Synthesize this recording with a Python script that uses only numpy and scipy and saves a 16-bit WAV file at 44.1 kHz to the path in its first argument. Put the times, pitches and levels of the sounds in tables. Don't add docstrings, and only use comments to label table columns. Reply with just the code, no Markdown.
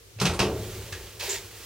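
import sys
import numpy as np
from scipy import signal
from scipy.fft import rfft, irfft, next_fast_len
from scipy.io import wavfile
from scipy.ndimage import uniform_filter1d

SR = 44100
rng = np.random.default_rng(int(sys.argv[2]) if len(sys.argv) > 2 else 0)


def store_pcm(level_fs):
    pcm = np.round(np.clip(level_fs, -1, 1) * 32767).astype(np.int16)
    wavfile.write(sys.argv[1], SR, np.atleast_2d(pcm).T)


N = 72765
BUILD_S = 0.0014


def clacks():
    # start in seconds, level in dB, low shelf in dB, top shelf in dB,
    # the part's own resonance in Hz, its lift in dB, opening crack in dB.
    blows = [(0.186, -43, 1.5, -5, 2820, 10, -14), (0.199, -30, -13, 7, 5400, 8, -5.5),
             (.2125, -26, 0.5, 11.5, 1320, 8, -4.5), (.253, -21, -6.5, 3, 2450, 2.5, -10),
             (0.334, -36.5, 3.5, 10.5, 9200, 8.5, -34), (.391, -23.5, -1, 7.5, 2805, 9.5, -4.5),
             (.4, -25.5, 3, -2.5, 5500, 8.5, -2), (.421, -37, 7, -26, 793, 6, -4),
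             (.923, -35.5, -12.5, 5.5, 1760, 11.5, 0), (1.065, -49, -14.5, -11, 3250, 9, -7),
             (1.207, -36, -20, -13, 2490, 8.5, 2)]
    # frequency in Hz, relative level in dB.
    tone = [(30, -32), (55, 9.5), (90, 0), (200, -1.5), (275, -7), (380, 4.5), (600, -5.5), (1100, -4.5),
            (1700, -9.5), (2700, -8), (4000, -8), (5800, -14), (8000, -20.5), (12000, -32), (16000, -41)]
    # frequency in Hz, seconds to fall 60 dB.
    decay = [(60, 0.39), (130, 1), (400, 1), (800, 0.5), (1800, 0.33), (5000, 0.23), (14000, 0.33)]
    # pitch in Hz, relative level in dB, seconds to fall 60 dB.
    door_modes = [(438.6, 1, 0.68), (543.3, -8, 0.98), (636.4, -11, 0.93), (700, -9, 0.51),
                  (900, -13, 0.75), (1121, -7, 0.47), (1158, -5, 0.12), (1655, -5, 0.15),
                  (2556, -1.5, 0.25), (2625, 0.5, 0.15), (3030, -7.5, 0.099), (3220, -7, 0.26),
                  (4850, -7.5, 0.23), (6130, -8, 0.29)]
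    reflections_per_s, diffuse_s, crack_s = 8000, 0.051, 0.007
    door_db, part_width = -11, 0.084
    freqs, age = bins(), seconds()
    centres = np.geomspace(60, 15000, 9)
    bands = [np.interp(np.log(freqs + 1), np.log(centres), row) for row in np.eye(len(centres))]
    fades = [np.exp(-np.log(1000) * age / at(decay, hz)) for hz in centres]
    colour = at(tone, freqs)
    colour -= 10 * np.log10(np.mean(undb(colour) ** 2))
    early = np.exp(-age / diffuse_s)
    modes = np.array([undb(door_db + db) * (ring(0, hz, t60) + 1j * ring(0, hz, t60, np.pi / 2))
                      for hz, db, t60 in door_modes])
    out = 0
    for start, db, low_db, top_db, part_hz, lift_db, crack_db in blows:
        echoes = np.sqrt(early) * specks(reflections_per_s) + np.sqrt(1 - early) * noise()
        spectrum = rfft(echoes, 2 * (len(freqs) - 1))
        tail = sum(irfft(spectrum * band)[:, :N] * fade for fade, band in zip(fades, bands))
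        attack = (1 - np.exp(-age / BUILD_S)) * (1 + undb(crack_db) * np.exp(-age / crack_s))
        phases = np.exp(2j * np.pi * rng.random((2, len(door_modes))))
        blow = shape(tail * attack, colour) + (phases @ modes).real
        part_db = lift_db / (1 + ((freqs / part_hz - 1) / part_width) ** 2)
        out += delayed(undb(db) * shape(blow, shelves(low_db, top_db) + part_db), start)
    return out


def thumps():
    # start in seconds, pitch in Hz, level in dB, seconds to fall 60 dB.
    jolts = [(0.162, 110.5, -37, 0.37), (0.21, 133, -23.5, 0.39), (0.213, 195.7, -23.5, 0.44),
             (0.244, 172, -18.5, 0.29), (.285, 83.6, -25, 0.34), (.396, 59.5, -22, 0.14),
             (.403, 201, -27, 0.39), (0.404, 364.6, -30, 1), (0.456, 140.4, -33, 0.43),
             (0.526, 402.5, -27, 0.18), (0.921, 97, -33, 0.2)]
    return sum(undb(db) * ring(start, hz, t60) for start, hz, db, t60 in jolts)


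def drive():
    # time in seconds, level in dB.
    swell = [(0, -64), (.2, -49), (.48, -48), (.56, -33), (.65, -36), (.76, -44), (.9, -45), (1.1, -57.5),
             (1.35, -54), (1.65, -55.5)]
    hum_hz, sag_from_s, sag_hz_per_s = 108, 0.6, 15.46
    waver_share, flutter_db = 0.0557, 4
    motor_hz, motor_db = 54, -60
    pitch = hum_hz - sag_hz_per_s * np.maximum(seconds() - sag_from_s, 0)
    pitch *= 1 + waver_share * wander(25)
    hum = np.sin(2 * np.pi * np.cumsum(pitch) / SR) * undb(flutter_db * wander(22.27))
    motor = np.sin(2 * np.pi * motor_hz * seconds())
    return unit(hum) * fader(swell) + undb(motor_db) * unit(motor)


def scuffs():
    rubs = [(1.193, .014, -32.5, -12.5, -4, -20, -3.5), (1.218, 0.064, -34.5, 3, 0.5, -34, -22),
            (1.272, 0.023, -41, 5, -12, -18, 0), (1.289, 0.027, -32, -8, -3, 1.5, 1),
            (1.318, 0.045, -33.5, -4.5, -4, -6.5, -5.5)]
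    # frequency in Hz, relative level in dB.
    tone = [(100, -24), (250, -19), (400, 4), (650, 1), (820, -4.5), (945, 4.5), (1080, -9.5), (1400, -8),
            (1800, -1), (2250, -0.5), (3000, -1.5), (4200, -1), (5500, -3), (7500, -7), (11500, -12.5),
            (15500, -9.5)]
    attack_s, release_s, grains_per_s, grain_share = 0.0072, 0.028, 1500, 0.24
    out = 0
    for start, length, db, low_db, top_db, squeak_db, boom_db in rubs:
        age = seconds() - start
        push = np.clip(age / attack_s, 0, 1) * np.exp(-np.maximum(age - length, 0) / release_s)
        grit = np.sqrt(grain_share) * specks(grains_per_s) + np.sqrt(1 - grain_share) * noise()
        squeak = resonate(noise(), hz=7120, width_hz=700)
        boom = resonate(grit, hz=397.6, width_hz=11.4)
        rub = coloured(grit, tone) + undb(squeak_db) * squeak + undb(boom_db) * boom
        out += undb(db) * shape(rub * push, shelves(low_db, top_db))
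    return out


def cabin_rumble():
    # frequency in Hz, relative level in dB.
    tone = [(20, -30), (42, -1), (85, 0), (140, -11), (220, -15.5), (280, -19), (380, -5), (480, -9),
            (650, -22.5), (1200, -29.5), (3000, -54)]
    # time in seconds, level in dB.
    swell = [(0, -61), (.18, -60), (.5, -38.5), (.75, -42.5), (1.0, -46), (1.15, -49), (1.42, -48.5),
             (1.65, -54.5)]
    return coloured(noise(), tone) * fader(swell)


def sliding_hiss():
    # frequency in Hz, relative level in dB.
    tone = [(300, -9.5), (800, -2), (1400, -1.5), (2500, 0.5), (4500, -1.5), (6500, -3.5), (9000, -6.5),
            (12000, -9.5), (16000, -6)]
    # time in seconds, level in dB.
    swell = [(0, -86), (.18, -61), (.5, -47.5), (.62, -43), (.75, -43), (.88, -45), (1.05, -46.5),
             (1.17, -49), (1.42, -45), (1.5, -47.5), (1.58, -45.5), (1.65, -43.5)]
    grit = noise() + 0.36 * specks(per_s=990)
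    return coloured(grit, tone) * fader(swell) * undb(0.38 * wander(39.28))


def walls(x):
    # delay in seconds, treble level in dB against the direct sound.
    echoes = [(.0037, -21), (.0069, -18.5), (0.0111, -16)]
    above_hz = 730
    bounce = shape(x, -10 * np.log10(1 + (above_hz / (bins() + 10)) ** 2))
    return x + sum(undb(db) * delayed(bounce, delay) for delay, db in echoes)


def ring(start, hz, t60, phase=0):
    age = np.maximum(seconds() - start, 0)
    envelope = np.exp(-np.log(1000) * age / t60) * (1 - np.exp(-age / BUILD_S))
    return np.sin(2 * np.pi * hz * age + phase) * envelope


def noise():
    return rng.standard_normal((2, N))


def specks(per_s):
    return unit(noise() * (rng.random(N) < per_s / SR))


def wander(per_s):
    hold = int(SR / per_s)
    steps = np.repeat(rng.standard_normal(N // hold + 1), hold)
    return 1.2 * uniform_filter1d(uniform_filter1d(steps, hold), hold)[:N]


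def shape(x, db):
    size = 2 * (len(db) - 1)
    cepstrum = irfft(np.log(undb(db)), size)
    cepstrum[1:size // 2] *= 2
    cepstrum[size // 2 + 1:] = 0
    return irfft(rfft(x, size) * np.exp(rfft(cepstrum)), size)[..., :N]


def coloured(x, tone):
    return unit(shape(x, at(tone, bins())))


def resonate(x, hz, width_hz):
    return unit(shape(x, -20 * np.log10(1 + ((bins() - hz) / width_hz) ** 2)))


def shelves(low_db, top_db):
    return low_db / (1 + (bins() / 1100) ** 4) + top_db * (1 - 1 / (1 + (bins() / 7500) ** 4))


def delayed(x, delay_s):
    return np.pad(x, ((0, 0), (int(delay_s * SR), 0)))[:, :N]


def fader(points):
    return undb(np.interp(seconds(), *np.array(points, float).T))


def at(points, hz):
    freqs, values = np.array(points, float).T
    return np.interp(np.log(np.maximum(hz, 1)), np.log(freqs), values)


def bins():
    return np.fft.rfftfreq(2 * next_fast_len(N // 2 + 4096, real=True), 1 / SR)


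def seconds():
    return np.arange(N) / SR


def undb(db):
    return 10 ** (np.asarray(db) / 20)


def unit(x):
    return x / np.sqrt(np.mean(x ** 2) + 1e-18)


def scene():
    # frequency in Hz, side against mid in dB.
    width = [(60, -42), (150, -38), (400, -29), (800, -31), (1500, -23), (2800, -13), (5600, -5.5),
             (10000, -1), (16000, -4)]
    # frequency in Hz, left against right in dB.
    balance = [(200, 0.5), (1400, -0.81), (2800, -0.86), (6000, -2.4), (14000, -0.67)]
    # frequency in Hz, phase lag in radians.
    left_lag = [(50, -0.059), (500, 0.04), (2000, 0.25), (4500, 0.61), (9000, 0.82), (13000, 0.31),
                (16000, -.3)]
    mid, side = walls(clacks() + scuffs() + cabin_rumble() + sliding_hiss())
    mid = mid + thumps() + drive()
    side = shape(side, at(width, bins()))
    lag = at(left_lag, np.fft.rfftfreq(N, 1 / SR))
    left = irfft(rfft(mid + side) * np.exp(-1j * lag), N)
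    lean_db = at(balance, bins()) / 2
    return np.array([shape(left, lean_db), shape(mid - side, -lean_db)])


def record(dry):
    # frequency in Hz, relative level in dB.
    hiss_tone = [(30, -20), (100, 4), (250, -9.5), (420, 2), (800, -10.5), (1500, -8.5), (3000, -8.5),
                 (6000, -8), (10000, -12.5), (15000, -15.5)]
    hiss_db, low_cut_hz, top_cut_hz = -53.5, 31, 15800
    hiss = undb(hiss_db) * coloured(noise(), hiss_tone)
    low_cut = signal.butter(3, low_cut_hz, "high", fs=SR, output="sos")
    top_cut = signal.ellip(10, .2, 80, top_cut_hz, fs=SR, output="sos")
    return signal.sosfilt(top_cut, signal.sosfilt(low_cut, dry + hiss))


dry = scene()
out = record(dry)
store_pcm(out)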